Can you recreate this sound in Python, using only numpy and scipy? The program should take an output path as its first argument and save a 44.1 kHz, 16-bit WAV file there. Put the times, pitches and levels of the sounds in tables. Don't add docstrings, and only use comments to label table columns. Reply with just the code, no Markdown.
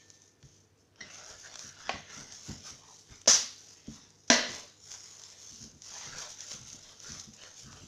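import sys
import numpy as np
from scipy import signal
from scipy.fft import rfft, irfft, next_fast_len
from scipy.io import wavfile
from scipy.ndimage import uniform_filter1d, map_coordinates

SR = 44100
rng = np.random.default_rng(int(sys.argv[2]) if len(sys.argv) > 2 else 0)


def master_out(mix):
    frames = np.transpose(np.atleast_2d(mix))
    ceiling = np.clip(frames, -1, 1)
    pcm = np.round(ceiling * 32767).astype(np.int16)
    wavfile.write(sys.argv[1], SR, pcm)


N = 347067
TIME_S = np.arange(N) / SR
AGE_S = TIME_S[:SR]


def amp(db):
    return 10 ** (np.asarray(db) / 20)


def unit(x):
    return x / np.sqrt(np.mean(x ** 2) + 1e-20)


def along(points, hz):
    point_hz, values = np.transpose(points)
    return np.interp(np.log(hz + 1), np.log(point_hz), values)


def wobble(knots_per_s, size=N):
    knots = rng.standard_normal(int(size * knots_per_s / SR) + 4)
    return map_coordinates(knots, [np.arange(size) * knots_per_s / SR])


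def add(track, at_s, sound):
    start = max(0, round(at_s * SR))
    track[start:start + len(sound)] += sound[:max(0, N - start)]


def response(spectrum, size=2048):
    gains = amp(along(spectrum, np.fft.rfftfreq(size, 1 / SR)))
    cepstrum = irfft(np.log(gains))
    cepstrum[1:size // 2] *= 2
    cepstrum[size // 2 + 1:] = 0
    impulse = irfft(np.exp(rfft(cepstrum)))
    return impulse / np.linalg.norm(impulse)


def coloured(x, spectrum):
    return signal.fftconvolve(x, response(spectrum))[:len(x)]


def crackle(spectrum, snaps_per_s, spread_db, clump_db, clumps_per_s, size=N):
    happens = rng.random(size) < snaps_per_s / SR
    snaps = happens * rng.choice([-1, 1], size)
    uneven_db = spread_db * np.clip(rng.standard_normal(size), -2, 2)
    clumping_db = clump_db * np.clip(wobble(clumps_per_s, size), -2, 2)
    return unit(coloured(snaps * amp(uneven_db + clumping_db), spectrum))


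def ring(modes, attack_s, scatter_db=1):
    total = np.zeros(SR)
    for k, (hz, db, t60_s) in enumerate(modes):
        decay = amp(db + scatter_db * rng.standard_normal() - 60 * AGE_S / t60_s)
        total += (-1) ** k * decay * np.sin(2 * np.pi * hz * AGE_S)
    return total * (1 - np.exp(-AGE_S / attack_s))


def effort(moves, rise_db_per_s, fall_db_per_s):
    power = np.zeros(N)
    for at_s, hold_s, db in moves:
        before_db = rise_db_per_s * np.maximum(at_s - TIME_S, 0)
        after_db = fall_db_per_s * np.maximum(TIME_S - at_s - hold_s, 0)
        lull_db = before_db + after_db
        near = lull_db < 60
        power[near] += amp(db - lull_db[near]) ** 2
    return np.sqrt(power)


def shifting(x, depth_db):
    bins = signal.stft(x, nperseg=512)[2]
    field = uniform_filter1d(rng.standard_normal(bins.shape), size=4, axis=0)
    field = uniform_filter1d(field, size=18, axis=1)
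    return unit(signal.istft(bins * amp(depth_db * unit(field)), nperseg=512)[1][:len(x)])


# (frequency [Hz], T60 [s])
TILE_DECAY = [(100, 0.61), (250, 0.37), (1000, 0.3), (4000, 0.51), (6500, 0.12), (9000, 0.37),
              (15000, 0.32)]


def kitchen(x, wet_db):
    hz, t_s, bins = signal.stft(rng.standard_normal(SR), SR, nperseg=256)
    decay = amp(-60 * t_s / along(TILE_DECAY, hz)[:, None])
    tail = signal.istft(bins * decay, SR, nperseg=256)[1][:SR]
    tail = tail * (1 - np.exp(-(AGE_S / 0.0016) ** 2))
    return x + amp(wet_db) * signal.fftconvolve(x, tail / np.linalg.norm(tail))[:len(x)]


# (time [s], hold [s], level [dB])
STROKES = [(0, .02, -66), (.435, 0.084, -73.5), (1.03, 0.29, -53.5), (1.45, 0.23, -56),
           (1.77, 0.041, -54.5), (1.88, 0.035, -47), (2.11, 0.087, -51), (2.315, 0.016, -53),
           (2.495, 0.019, -50), (2.66, .04, -54), (2.82, 0.11, -65), (3.12, 0.014, -58.5),
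           (3.56, 0.23, -64.5), (3.89, 0.14, -61), (4.46, 0.099, -46.5), (4.915, 0.034, -56.5),
           (5.05, 0.63, -64), (5.92, 0.26, -49.5), (6.16, 0.094, -49), (6.39, .04, -56), (6.52, 0.007, -50),
           (6.67, 0.11, -59), (6.87, 0.028, -56.5), (7.05, 0.1, -52.5), (7.41, 0.058, -54.5),
           (7.6, 0.21, -58.5)]
STROKE_RISE_DB_PER_S, STROKE_FALL_DB_PER_S = 249, 120.5
# (time [s], level [dB])
BITES = [(.428, -49), (.959, -54), (1.011, -40.5), (1.309, -46), (1.472, -50), (1.542, -43.5), (1.557, -40),
         (1.592, -40), (3.26, -40), (6.516, -37), (7.436, -40), (7.729, -42.5)]
# (frequency [Hz], relative density [dB per Hz])
FLESH_SPECTRUM = [(150, -7.5), (330, -10), (430, -3.5), (530, -3.5), (640, -2.5), (1050, -5), (1300, -3),
                  (1700, -4.5), (2500, -7), (3400, -3.5), (4200, -8), (6000, -1), (8000, -25.5),
                  (15000, -74)]


def paring():
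    cells = crackle(FLESH_SPECTRUM, snaps_per_s=1800, spread_db=2.0, clump_db=1, clumps_per_s=69)
    push = effort(STROKES, STROKE_RISE_DB_PER_S, STROKE_FALL_DB_PER_S)
    rasp = push * shifting(cells, depth_db=4)
    for at_s, db in BITES:
        burst = rng.standard_normal(SR) * amp(-60 * AGE_S / 0.014)
        add(rasp, at_s, amp(db) * coloured(burst, FLESH_SPECTRUM))
    return kitchen(rasp, wet_db=-8)


# (time [s], hold [s], level [dB])
GRIPS = [(0, 0.16, -63.5), (.23, .04, -63.5), (.435, 0.15, -65), (.795, 0.0087, -70.5),
         (1.14, 0.035, -52.5), (1.27, 0.045, -52), (1.4, 0.057, -52), (1.6, 0.052, -49), (1.8, 0.18, -58),
         (2.13, 0.087, -50), (2.345, 0.018, -49), (2.46, 0.023, -45), (2.665, 0.014, -44.5),
         (2.9, 0.1, -56), (3.1, 0.071, -58), (3.5, 0.24, -55.5), (3.915, 0.031, -54), (4.52, 0.046, -44),
         (4.84, 0.033, -54.5), (4.915, 0.022, -44.5), (5.05, 0.27, -52), (5.4, 0.24, -51.5),
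         (5.85, 0.25, -48.5), (6.185, 0.028, -43), (6.29, 0.028, -48), (6.41, 0.028, -49.5),
         (6.51, 0.017, -42.5), (6.68, 0.056, -49), (6.82, 0.095, -55), (7.03, .17, -48.5),
         (7.34, .01, -56.5), (7.43, 0.06, -55), (7.585, 0.022, -49.5), (7.72, 0.11, -55.5)]
GRIP_RISE_DB_PER_S, GRIP_FALL_DB_PER_S = 283, 126
HOLD_FROM_S, HOLD_DB = 1.05, -66.5
WRINKLES_PER_S, WRINKLE_DB = 45, -12.5
# (time [s], dry peak level [dB])
CREASES = [(0.1022, -34), (0.2194, -44), (1.1453, -36), (1.2466, -37), (1.263, -34), (1.5409, -35),
           (1.5564, -29), (1.5923, -28), (2.3226, -32), (2.607, -39), (3.2161, -38), (3.8706, -43),
           (4.1046, -44), (4.9167, -29), (5.1966, -35), (5.218, -36), (5.237, -32), (5.8202, -34),
           (6.4063, -27), (6.7306, -31), (7.002, -33), (7.1202, -31), (7.198, -28)]
CREASE_TOP_HZ = 10500
# (frequency [Hz], relative density [dB per Hz])
FILM_SPECTRUM = [(200, -29.5), (700, -22), (2400, -19.5), (3400, -14), (4500, -11), (5400, -3.5), (6400, 0),
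                 (7100, -7.5), (8000, -23), (11000, -29.5), (15500, -39.5)]


def glove():
    snaps = crackle(FILM_SPECTRUM, snaps_per_s=3600, spread_db=4.5, clump_db=1.7, clumps_per_s=180)
    folds = crackle(FILM_SPECTRUM, snaps_per_s=WRINKLES_PER_S, spread_db=3, clump_db=4, clumps_per_s=57)
    wrinkles = amp(WRINKLE_DB) * folds
    grip = effort(GRIPS, GRIP_RISE_DB_PER_S, GRIP_FALL_DB_PER_S)
    flexing = np.hypot(grip, amp(HOLD_DB) * (TIME_S > HOLD_FROM_S))
    crinkle = flexing * unit(shifting(snaps, depth_db=2.5) + wrinkles)

    creases = np.zeros(N)
    lowpass = signal.butter(2, CREASE_TOP_HZ, fs=SR)
    for at_s, db in CREASES:
        flip = rng.standard_normal(SR // 10) * amp(-60 * AGE_S[:SR // 10] / 0.008)
        snap = signal.lfilter(*lowpass, coloured(flip, FILM_SPECTRUM))
        add(creases, at_s, amp(db) * snap / np.abs(snap).max())
    return kitchen(crinkle, wet_db=-9.5) + kitchen(creases, wet_db=-7.5)


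# (time [s], knock gain [dB], pitch factor of the spot [ratio], brightness [Hz],
# worktop boom gain [dB], clatter gain before trim [dB], clatter T60 [s])
CHOPS = [(1.8928, -17.5, 1.126, 2850, -39, -41.5, 0.2), (3.2744, -14.5, 0.95, 1400, -28, -33.5, 0.053),
         (4.3006, -9.5, 1, 5640, -16, -26, 0.41)]
# (frequency [Hz], relative level [dB], T60 [s])
BOARD_MODES = [(481, -12.5, 0.046), (581, -2, 0.019), (684, 0, 0.023), (991, -9, 0.059),
               (1250, -22, 0.0067), (1610, -13, 0.0078), (2160, 1.5, 0.0093), (2270, -16, 0.012),
               (3290, -6, 0.012), (4060, -1, 0.019)]
# (frequency [Hz], relative level [dB], T60 [s])
WORKTOP_MODES = [(244.6, 0.5, 0.12), (247.3, -20.5, 0.56), (187, -16.5, 0.18), (301, -12.5, 0.11)]
# (frequency [Hz], relative level [dB], T60 [s])
CLATTER_MODES = [(548, -3.5, 0.015), (698, -6.5, 0.018), (944, -8.5, 0.017), (1220, -14.5, 0.024),
                 (1504, -7, 0.019), (2000, -0.5, 0.0088), (2780, -7.5, 0.0085), (3100, -7.5, 0.012),
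                 (4220, -0.5, 0.0065), (5240, -5, 0.0086), (5680, -1.5, 0.0067), (6620, -6.5, .006)]
# (frequency [Hz], relative density [dB per Hz])
CONTACT_SPECTRUM = [(100, -12), (500, 0), (6500, 5), (7500, -7.5), (8500, -12.5), (15000, -50)]


def chops():
    track = np.zeros(N)
    for at_s, knock_db, pitch, bright_hz, boom_db, clatter_db, clatter_t60_s in CHOPS:
        cushion = signal.butter(2, bright_hz, fs=SR)
        modes = [(hz * pitch, db, t60_s) for hz, db, t60_s in BOARD_MODES]
        contact = unit(coloured(rng.standard_normal(SR), CONTACT_SPECTRUM))
        crack = amp(-5) * np.exp(-(AGE_S / 0.005) ** 4) * contact
        struck = ring(modes, attack_s=0.0013, scatter_db=1.5) + crack
        knock = amp(knock_db) * signal.lfilter(*cushion, struck)

        boom = amp(boom_db) * ring(WORKTOP_MODES, attack_s=0.0039)

        taps = crackle(CONTACT_SPECTRUM, snaps_per_s=6000, spread_db=1.5, clump_db=-2.5,
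                       clumps_per_s=640, size=SR)
        fading_taps = amp(clatter_db - 60 * AGE_S / clatter_t60_s) * taps
        steel = signal.lfilter(*cushion, ring(CLATTER_MODES, attack_s=0.000081))
        clatter = 0.91 * signal.fftconvolve(fading_taps, steel / np.linalg.norm(steel))[:SR]

        add(track, at_s, kitchen(knock, wet_db=-7.0))
        add(track, at_s, kitchen(boom, wet_db=-9.0))
        add(track, at_s, kitchen(clatter, wet_db=-1))
    return track


# (time [s], level [dB], tear length [s], T60 [s])
SPLITS = [(3.26, -55, .005, 0.045), (3.2745, -18.5, 0.043, 0.087), (3.331, -23.5, 0.015, 0.33),
          (4.278, -49.5, 0.0079, 0.072), (4.301, -28, 0.029, 0.37)]
# (frequency [Hz], relative density [dB per Hz])
RIND_SPECTRUM = [(150, -35), (600, -22), (1100, -15.5), (2500, -19.5), (4300, -13.5), (5200, -4),
                 (6000, 0.5), (6700, -5), (7400, -16), (8200, -29), (12000, -39), (15500, -49)]


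def splits():
    track = np.zeros(N)
    for at_s, db, length_s, t60_s in SPLITS:
        volley = crackle(RIND_SPECTRUM, snaps_per_s=2500, spread_db=0, clump_db=0.5,
                         clumps_per_s=210, size=SR)
        fade = amp(db - 60 * np.maximum(AGE_S - length_s, 0) / t60_s)
        add(track, at_s, kitchen(fade * volley, wet_db=-4.5))
    return track


# (frequency [Hz], relative level [dB], T60 [s])
BLADE_MODES = [(1900, 6, 0.046), (1960, -9.5, 0.15), (2040, -5, .14), (2950, -12, 0.11), (3800, -11, 0.11),
               (4220, -9, 0.09), (5610, -10, 0.16), (5650, 5, 0.043)]
# (frequency [Hz], level [dB], T60 [s])
OUTSET_MODES = [(1785, -69.5, 1.7), (3080, -65, 0.12)]


def blade():
    steel = np.zeros(N)
    judder = amp(3 * wobble(400, SR))
    add(steel, 1.006, amp(-36.5) * ring(BLADE_MODES, attack_s=0.004) * judder)
    add(steel, 0, ring(OUTSET_MODES, attack_s=0.0017))
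    return kitchen(steel, wet_db=-6.5)


# (time [s], length [s], starting pitch [Hz], level [dB])
SQUEAKS = [(1.281, 0.12, 1560, -59), (1.413, 0.088, 1670, -53.5), (1.55, 0.22, 1588, -60.5),
           (2.626, 0.097, 1370, -54.5), (2.757, 0.22, 1014, -64), (3.104, 0.057, 1414, -59),
           (6.049, 0.26, 1558, -56), (7.008, 0.295, 1290, -66), (7.644, 0.11, 1330, -57.5)]
SQUEAK_SAG_RATIO = 0.03


def squeaks():
    track = np.zeros(N)
    for at_s, length_s, hz, db in SQUEAKS:
        progress = np.minimum(AGE_S / length_s, 1)
        phase = 2 * np.pi * np.cumsum(hz * (1 - SQUEAK_SAG_RATIO * progress)) / SR
        slips = wobble(480, SR) * np.cos(phase) + wobble(480, SR) * np.sin(phase)
        rub = unit(slips * amp(3.1 * wobble(112.4, SR)))
        add(track, at_s, amp(db) * np.sin(np.pi * progress) ** 2 * rub)
    return kitchen(track, wet_db=-4.0)


# (time [s], level [dB], pitch [Hz], rise
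# [s])
THUMPS = [(.427, -50.5, 125, 0.016), (.979, -57, 192.4, 0.047), (1.636, -51, 140, 0.017),
          (1.935, -40, 164, 0.01), (2.156, -49, 152, 0.032), (2.478, -38, 175, 0.021),
          (2.7, -54, 145.5, 0.024), (3.1, -47.5, 120, 0.015), (3.281, -42.5, 151, 0.0099),
          (3.871, -36, 157, 0.0098), (4.47, -48.5, 241, 0.031), (5.503, -54.5, 159, 0.022),
          (5.591, -49.5, 160, .045), (5.72, -54.5, 151.7, 0.032), (6.041, -57.5, 156, .036),
          (6.526, -54, 154, 0.018), (6.568, -52, 124, 0.049), (6.719, -55, 161, 0.025),
          (7.07, -48.5, 149.7, 0.051), (7.262, -49.5, 132.5, 0.021), (7.609, -48.5, 126, 0.074),
          (7.81, -48, 156, .022)]
THUMP_T60_S, SETTLE_S_PER_RISE_S = 0.083, 5.1


def thumps():
    track = np.zeros(N)
    for at_s, db, hz, rise_s in THUMPS:
        t60_s = THUMP_T60_S + SETTLE_S_PER_RISE_S * rise_s
        body = [(hz / 5, -22), (hz / 2.5, -3), (hz, 0), (hz * 1.5, -3), (hz * 2.6, -18),
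                (hz * 10, -50), (hz * 30, -80)]
        shudder = unit(coloured(rng.standard_normal(SR), body))
        bob = np.sin(2 * np.pi * hz * AGE_S + 0.87 * wobble(79, SR))
        swell = np.minimum(AGE_S / rise_s, 1) * amp(-60 * np.maximum(AGE_S - rise_s, 0) / t60_s)
        add(track, at_s, amp(db) * swell * unit(shudder + 0.7 * bob))
    return kitchen(track, wet_db=-8.0)


# (frequency [Hz], relative density [dB per Hz])
AIR_SPECTRUM = [(15, -73.5), (25, -43), (70, -18), (80, -10), (102, -13.5), (127, -15.5), (335, -15.5),
                (373, -17), (489, -14.5), (531, -23.5), (695, -25), (6210, -38), (16000, -52)]
# (frequency [Hz], level [dB])
HUM_TONES = [(99, -70.5), (151, -76)]


def background():
    track = amp(-68.0) * unit(coloured(rng.standard_normal(N), AIR_SPECTRUM))
    for hz, db in HUM_TONES:
        level = amp(db + 1.7 * wobble(7.0))
        track += level * np.sin(2 * np.pi * hz * TIME_S + 0.5 * wobble(2.6))
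    return track


def scene():
    cutting = paring() + glove() + chops() + splits()
    handling = blade() + squeaks() + thumps()
    return (cutting + handling + background())[None]


TOP_HZ = 15600


def record(dry):
    size = next_fast_len(N + SR)
    in_band = np.fft.rfftfreq(size, 1 / SR) < TOP_HZ
    return irfft(rfft(dry, size) * in_band, size)[..., :N]


dry = scene()
out = record(dry)
master_out(out)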